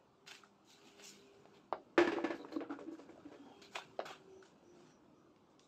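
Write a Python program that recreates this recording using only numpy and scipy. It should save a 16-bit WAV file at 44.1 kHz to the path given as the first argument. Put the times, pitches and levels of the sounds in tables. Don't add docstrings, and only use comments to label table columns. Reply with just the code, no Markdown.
import sys
import numpy as np
from scipy import signal
from scipy.fft import rfft, irfft
from scipy.io import wavfile
from scipy.ndimage import uniform_filter1d

SR = 44100
rng = np.random.default_rng(int(sys.argv[2]) if len(sys.argv) > 2 else 0)


def master_out(mix):
    frames = np.transpose(np.atleast_2d(mix))
    ceiling = np.clip(frames, -1, 1)
    pcm = np.round(ceiling * 32767).astype(np.int16)
    wavfile.write(sys.argv[1], SR, pcm)


N = 250179


def gain_of(db):
    return 10 ** (np.asarray(db) / 20)


def unit_rms(x):
    return x / np.sqrt(np.mean(x ** 2) + 1e-20)


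def value_at(points, hz):
    point_hz, value = np.transpose(points)
    return np.interp(np.log(hz + 1), np.log(point_hz + 1), value)


def add(mix, start_s, sound):
    part = mix[round(start_s * SR):][:len(sound)]
    part += sound[:len(part)]


def sample_curves(rows):
    times, *columns = np.transpose(rows)
    t = np.arange(times[0], times[-1], 1 / SR)
    fade = np.clip(np.minimum(t - times[0], times[-1] - t) / .004, 0, 1)
    return times[0], fade, [np.interp(t, times, column) for column in columns]


def coloured(x, spectrum):
    hz = np.fft.rfftfreq(len(x), 1 / SR)
    return unit_rms(irfft(rfft(x) * gain_of(value_at(spectrum, hz)), len(x)))


def band(x, low_hz, high_hz):
    sections = signal.butter(3, [low_hz, min(high_hz, SR / 2.2)], "band", fs=SR, output="sos")
    return signal.sosfilt(sections, x)


def resonate(x, hz, width_hz):
    carrier = np.exp(2j * np.pi * np.cumsum(hz * np.ones(len(x))) / SR)
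    pole = np.exp(-np.pi * width_hz / SR)
    return 2 * (carrier * signal.lfilter([1 - pole], [1, -pole], x / carrier + 1e-18)).real


def arch(start_s, length_s, peak_db, hz):
    return [(start_s + length_s * (u + 1) / 2, peak_db - 11 * u ** 2, hz) for u in np.linspace(-1, 1, 9)]


def room_noise():
    # frequency_hz, level_db
    spectrum = [(15, -69), (25, -30.5), (140, -9.5), (227, -8), (349, -5.5), (433, -12), (826, -17.5),
                (1080, -18), (1300, -21), (1850, -34), (2490, -31.5), (5880, -38.5), (15500, -51.5)]
    # time_s, gain_db
    rumble = [(0, -3.5), (.6, -5), (1.1, .5), (1.95, 1), (2.3, 4), (3.4, 4), (3.7, 2), (5, 1.5),
              (5.67, -1.5)]
    frames, hz = N // 256 + 5, np.fft.rfftfreq(1024, 1 / SR)
    real, imag, patches = rng.standard_normal((frames, 513, 3)).T
    patches = unit_rms(uniform_filter1d(uniform_filter1d(patches, 3, 0), 14, 1))
    bass = np.clip(np.log2(900 / (hz + 1)), 0, 1)[:, None]
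    swell_db = bass * np.interp(np.arange(frames) * 256 / SR, *np.transpose(rumble))
    spectra = (real + 1j * imag) * gain_of(value_at(spectrum, hz)[:, None] + 2.5 * patches + swell_db)
    return gain_of(-66) * unit_rms(signal.istft(spectra, nperseg=1024, noverlap=768)[1][:N])


def hum(rows):
    start_s, fade, (db, hz) = sample_curves(rows)
    return start_s, fade * np.sqrt(2) * gain_of(db) * np.sin(2 * np.pi * np.cumsum(hz) / SR)


def stroke(start_s, rise_s, hold_s, db, *colour):
    fall_s, fall_db_per_s = .15, 237.5
    release_s = start_s + rise_s + hold_s
    return [(start_s, db - 14.5, *colour), (start_s + rise_s, db, *colour), (release_s, db, *colour),
            (release_s + fall_s, db - fall_db_per_s * fall_s, *colour)]


def friction(rows):
    # frequency_hz, density_db
    spectrum = [(240, -26.5), (400, 3.5), (459, -10), (749, 4.5), (987, -0.5), (1490, 2.5), (1910, -12),
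                (2430, -7), (6280, -15), (6990, -13), (9350, -23.5), (11900, -16), (15500, -24.5)]
    start_s, fade, (db, low_db, bright_db, top_db) = sample_curves(rows)
    count = len(db)
    grain_size = gain_of(1.1 * np.minimum(rng.exponential(1, count), 4))
    grains = grain_size * (rng.random(count) < 1500 / SR) * rng.standard_normal(count)
    rubbing = coloured(0.85 * unit_rms(grains) + rng.standard_normal(count), spectrum)
    hz, t, spectra = signal.stft(rubbing, SR, nperseg=512, noverlap=448)
    resonances = rng.standard_normal(spectra.shape[::-1]).T
    resonances = unit_rms(uniform_filter1d(uniform_filter1d(resonances, 2, 0), 24, 1))
    at = np.minimum((t * SR).astype(int), count - 1)
    octave = np.log2(hz + 1)[:, None]
    low = np.clip(np.log2(2600) - octave, 0, 1)
    top = np.clip(4 * (octave - np.log2(9000)), 0, 1)
    bright = np.clip(1.35 * (octave - np.log2(3300)), 0, 1) - top
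    spectra *= gain_of(3.5 * resonances + low * low_db[at] + bright * bright_db[at] + top * top_db[at])
    return start_s, fade * gain_of(db) * signal.istft(spectra, SR, nperseg=512, noverlap=448)[1][:count]


def tap(db, hz, cycles, edge_db):
    t = np.arange(SR // 5) / SR
    u = t * hz / cycles
    pulse = 8.5 * u ** 1.373 * np.exp(-4.5 * u ** 1.805) * np.sin(2 * np.pi * hz * t)
    dull, bright = rng.standard_normal((2, len(t)))
    top_hz = 4500 + 0.41 * hz
    dull = unit_rms(band(dull, .5 * hz, 1.54 * hz))
    bright = gain_of(edge_db) * unit_rms(band(band(bright, 0.26 * top_hz, top_hz), 0.067 * top_hz, top_hz))
    edge = bright * np.exp(-t / 0.0015) * (1 - np.exp(-t / 0.00084))
    tail = gain_of(-11.5 - 60 * t / 0.065) * (dull + .5 * bright) * (1 - np.exp(-t / 0.0065))
    return gain_of(db) * (pulse + edge + tail)


def whistle(rows, width_hz):
    start_s, fade, (db, hz) = sample_curves(rows)
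    narrow = resonate(rng.standard_normal(len(db)), hz, width_hz)
    return start_s, fade * gain_of(db) * unit_rms(resonate(narrow, hz, width_hz))


def platform_blow(boom_hz, boom_db, rise_s, ring_db, clatter_db, t60_s):
    # frequency_hz, level_db, nominal_t60_s
    modes = [(401, -1.5, 0.15), (480, 1, 0.21), (577.8, -4.5, 0.19), (674.4, -7.5, 0.16),
             (760, -6.5, 0.094), (976, -9.5, 0.16), (1095, -15, .12), (1126, -7, 0.13), (1305, -10, 0.38),
             (1360, -28, 0.13), (1412, -4.5, 0.05), (1640, -4, 0.27), (1735, 0, 0.14), (1730, -6, 0.54),
             (2050, -17.5, 0.26), (2180, -27.5, 0.17), (2520, -1.5, 0.1), (2450, -28.5, .2),
             (2680, -16, 0.58), (3130, -28.5, 0.068), (3850, -23, .2), (4060, -29, 0.9), (5700, -35, .2),
             (7600, -41, .2)]
    # frequency_hz, density_db
    clatter_spectrum = [(290, -24.5), (500, -3.5), (792, -5.5), (1240, -10.5), (1670, -9.5), (1900, -14),
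                        (2070, -11), (3680, -22), (7340, -36), (9650, -45.5), (15500, -53)]
    t = np.arange(SR // 3) / SR
    u = t / max(rise_s, .002)
    swell = u * np.exp(.5 - .5 * u ** 2) + 0.21 * np.exp(-t / (0.26 * t60_s)) * (1 - np.exp(-u))
    floor_thud = 0.051 * np.exp(-t / 0.024) * (1 - np.exp(-t / 0.0069)) * np.sin(2 * np.pi * 120 * t)
    boom = swell * np.sin(2 * np.pi * boom_hz * t) + floor_thud
    mode_hz, mode_db, nominal_t60_s = np.transpose(modes)[:, :, None]
    coupling, polarity = rng.standard_normal((2, len(modes), 1))
    hardness_db = (clatter_db - ring_db - 12) * np.clip(np.log2(mode_hz / 1000), 0, 1)
    decay_db = -60 * t / (np.minimum(nominal_t60_s, .25) * t60_s / 0.17)
    amplitude = np.sign(polarity) * gain_of(mode_db + 2 * coupling + hardness_db + decay_db)
    ring = (amplitude * np.sin(2 * np.pi * mode_hz * t)).sum(0)
    contact = unit_rms(uniform_filter1d(rng.standard_normal(len(t)), 90))
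    clatter = coloured(rng.standard_normal(len(t)) * gain_of(1.7 * contact), clatter_spectrum)
    clatter *= gain_of(-60 * t / max(t60_s, .02))
    metal = gain_of(ring_db) * ring + gain_of(clatter_db) * clatter
    return gain_of(boom_db) * boom + metal * (1 - np.exp(-t / 0.00083))


def reverberation(x):
    # frequency_hz, t60_s
    decay_times = [(200, 0.46), (1000, 0.1), (4000, 0.24), (10000, 0.26)]
    reflections = np.zeros(SR // 2)
    slots = np.arange(300, SR // 2 - 20, 20)
    reflections[slots + rng.integers(0, 20, len(slots))] = rng.choice([-1., 1.], len(slots))
    hz, t, spectra = signal.stft(reflections, SR, nperseg=256)
    decay = gain_of(-60 * t / value_at(decay_times, hz)[:, None])
    tail = signal.istft(spectra * decay, SR, nperseg=256)[1]
    return signal.fftconvolve(x, tail / np.linalg.norm(tail))[:N]


def scene():
    # start_s, length_s, peak_db, pitch_hz
    hums = [(0, 0.63, -73, 399.7), (.3, 0.43, -74, 201.4), (0.724, 0.21, -72, 406),
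            (0.899, 0.24, -66, 403.3), (.6, 0.085, -70, 318), (0.903, 0.089, -68, 323),
            (1.199, .1, -68, 257), (.92, 0.36, -70.5, 200), (1.151, 0.31, -66, 399.4),
            (1.401, 0.25, -72.5, 400.3), (1.4, 0.37, -73, 199.7), (3.498, 0.29, -68, 399.3),
            (3.55, 0.27, -74, 203.5), (3.798, 0.5, -66.5, 380.3), (4.239, 0.22, -59, 380.7),
            (4.64, 0.27, -65, 350.4), (4.952, 0.42, -71, 305.8), (5.149, .35, -74.5, 346)]
    # start_s, rise_s, hold_s, level_db, low_db, bright_db, top_db
    scuffs = [(0.261, 0.017, 0.038, -48.5, -16, -3, -8.5), (0.333, 0.0078, 0.013, -52, -18, -2, -12),
              (0.429, 0.0076, 0.015, -72, -7, 6, -12), (.645, 0.05, 0.042, -65.5, -18, 6, 1),
              (0.806, 0.065, .015, -57.5, -15.5, -3.5, -10), (0.943, 0.064, .015, -55.5, -11.5, -4, -12),
              (1.018, 0.023, 0.052, -54.5, -21, 7, 0.5), (1.529, 0.016, 0.027, -64, -13, -6.5, -12),
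              (2.347, 0.0049, 0.021, -67, -3, 4, 0.5), (2.508, 0.015, 0.0059, -61.5, -7, 1, -1),
              (2.596, 0.012, .005, -56, 3, -40, -40), (2.692, .018, .005, -60, 7.5, -4.5, -35),
              (2.788, 0.0056, 0.012, -67.5, 1, 3.5, -25), (2.908, 0.0091, 0.026, -71.5, -9, 5.5, 1.5),
              (2.975, 0.013, 0.026, -64.5, -8, 0, -30), (3.094, 0.0069, 0.016, -75, -2, 6, -22),
              (3.309, 0.015, .04, -72.5, -1, 0.5, -22), (3.614, 0.0074, 0.0066, -53.5, -12.5, -4, -11),
              (3.709, 0.032, .005, -57.5, -5, 3, -3), (3.746, 0.0078, 0.0049, -40, -7.5, -7.5, -13.5),
              (4.052, 0.0047, 0.0088, -46.5, -4.5, -4.5, -7), (4.081, 0.012, 0.021, -48, -5, -8.5, -22),
              (4.421, .003, .002, -69, -3, 6, -25), (4.447, 0.0064, 0.0065, -66, -10, 4.5, -25),
              (4.721, 0.038, 0.15, -70, -3.5, 0.5, -15), (5.488, 0.014, 0.0086, -82, -4, 7, -19),
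              (5.591, 0.0045, .055, -81, -15, 11, -6)]
    # start_s, level_db, pitch_hz, cycles, edge_db
    taps = [(.265, -48.5, 1590, 1.1, -25), (0.279, -37, 3730, 0.64, -10), (0.312, -43, 2660, 3.7, -21),
            (.351, -44.5, 2410, 1.4, 0), (.435, -49.5, 1340, 8.1, -18), (.996, -56.5, 580, 4.1, 11),
            (1.455, -45.5, 580, 1.26, -12), (1.726, -21.5, 807, 2.2, -18), (1.728, -37.5, 422, 2, -28),
            (1.978, -15.5, 1300, 1.2, -24), (2.185, -28, 816, 2.3, -28), (2.448, -41, 1020, 3, -20),
            (2.525, -49.5, 4190, 21, -30), (2.56, -43, 1108, 13, -8), (2.563, -55.5, 3940, 16, -20),
            (2.606, -44.5, 2290, 2.2, -17), (2.617, -38, 560, 3.5, -30), (2.705, -43, 1385, 10.3, -13),
            (2.788, -43.5, 1050, 3.7, -21), (2.951, -54.5, 1300, 4.3, -13), (3.157, -54.5, 610, 4.7, -19),
            (3.176, -52.5, 633, 7.8, -25), (3.315, -55, 704, 2.5, -9), (3.622, -50, 3960, 5.4, -7),
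            (3.757, -30.5, 2500, 3.3, -9), (3.762, -40, 736, 6, -31), (3.785, -36.5, 950, 3.6, -15),
            (3.991, -27.5, 626, 4, -12), (3.995, -38, 389, 3.6, -24), (4.001, -33, 1210, 2.1, -6.5),
            (4.02, -44, 680, 4, -36), (4.053, -46, 1400, 3.8, -7), (4.06, -46, 1290, 9.4, 2),
            (4.085, -48, 1410, 6.1, -14), (4.426, -52.5, 1400, 7.7, -3), (4.456, -60, 1450, 9.4, -14),
            (5.362, -66.5, 2650, 3.6, 3), (5.594, -57, 6070, 2, 5.5)]
    # time_s, level_db, low_db
    rustle = [(.39, -72, 0), (.47, -80, -3), (.6, -91, -10), (.7, -66, -11), (1.0, -66.5, -9.5),
              (1.15, -59, -17), (1.3, -69, -11), (1.5, -72.5, -4), (1.72, -83.5, -3.5), (2.3, -78, 0.5),
              (2.46, -69.5, 2), (2.6, -83.5, 2), (3.0, -76, 5), (3.55, -68.5, -6), (3.7, -68.5, -11),
              (3.95, -71.5, -4), (4.3, -74, -9), (4.7, -78.5, -5), (5.1, -92, 10)]
    # start_s, length_s, peak_db, pitch_hz, width_hz
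    whistles = [(.67, .12, -69, 3890, 448), (2.379, 0.037, -70, 3960, 350), (2.408, .035, -66, 3940, 350),
                (3.343, 0.33, -76.5, 3240, 90), (3.417, 0.17, -66, 780, 198),
                (4.28, 0.18, -79.5, 5930, 390), (4.628, 0.15, -80, 5850, 390),
                (4.844, 0.15, -78.5, 5800, 390), (5.144, 0.1, -88, 5870, 390),
                (5.616, 0.047, -77, 3770, 400), (3.624, 0.06, -66, 4100, 500), (1.04, .1, -68, 6850, 900)]
    # start_s, boom_hz, boom_db, rise_s, ring_db, clatter_db, t60_s
    blows = [(1.979, 340, -22, 0.0056, -42.5, -28.5, 0.18), (2.002, 343.4, -25, 0.0081, -42, -37.5, 0.39),
             (2.073, 314.6, -28, 0.0045, -42.5, -35, 0.12), (2.118, 404, -36, 0.012, -60, -41, 0.2),
             (2.164, 338, -32.5, 0.0048, -46, -51, 0.39), (2.24, 314, -29, 0.0051, -40, -40.5, .22),
             (2.303, 338.4, -38, 0.0047, -41, -42.5, 0.16), (2.344, 274, -45, .004, -61, -54.5, .12),
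             (2.394, 296, -49, 0.012, -54.5, -66, 0.34), (2.446, 302, -47, 0.0076, -49, -73, 0.067),
             (2.484, 277, -65, .014, -68, -58.5, 0.11), (2.52, 317, -46.5, 0.024, -51.5, -56, 0.2),
             (2.561, 301.6, -32, 0.0086, -44.5, -64.5, 0.068), (2.605, 353, -49, 0.01, -44, -56, 0.12),
             (2.695, 299, -38, .016, -53, -64, .14), (2.72, 303, -41, 0.0063, -52.5, -56.5, 0.15),
             (2.787, 288, -56, 0.019, -52, -62.5, 0.16), (2.808, 400, -50.5, 0.018, -51.5, -64, 0.096),
             (2.863, 316, -45, 0.0048, -60, -79, 0.048), (2.875, 315, -41.5, 0.011, -63, -70, 0.35),
             (2.917, 327, -46, 0.0066, -57, -75, 0.17), (2.991, 279, -54, .015, -52.5, -66.5, 0.14),
             (3.089, 325, -53, .011, -57.5, -65.5, 0.16), (3.25, 298, -45.5, 0.012, -67.5, -68.5, 0.34),
             (3.317, 372, -60, 0.012, -57.5, -62, 0.23), (3.343, 405, -54.5, 0.0074, -70, -63, .088),
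             (3.389, 278, -52, .013, -79, -79.5, 0.22), (3.459, 249, -61.5, 0.016, -63, -73, .22),
             (3.5, 268, -59, .01, -59, -90, 0.11)]
    rustle_bright_db, rustle_top_db = -2.5, -9.5
    impacts, direct = np.zeros(N), room_noise()
    for start_s, *row in blows:
        add(impacts, start_s, platform_blow(*row))
    for start_s, *row in taps:
        add(impacts, start_s, tap(*row))
    for row in scuffs:
        add(direct, *friction(stroke(*row)))
    add(direct, *friction([(*row, rustle_bright_db, rustle_top_db) for row in rustle]))
    for *row, width_hz in whistles:
        add(direct, *whistle(arch(*row), width_hz))
    for row in hums:
        add(direct, *hum(arch(*row)))
    return (impacts + gain_of(-7) * reverberation(impacts) + direct)[None]


def record(dry):
    hz = np.fft.rfftfreq(512, 1 / SR)
    response_db = value_at([(7800, 0.5), (9500, -12), (14000, -4.0)], hz)
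    colour = signal.firwin2(255, hz, gain_of(response_db), fs=SR)
    band_limit = signal.firwin(511, cutoff=15660, window=("kaiser", 9), fs=SR)
    thinned = signal.lfilter(*signal.butter(1, 70, "high", fs=SR), dry)
    return signal.oaconvolve(thinned, np.convolve(colour, band_limit)[None], "same")


dry = scene()
out = record(dry)
master_out(out)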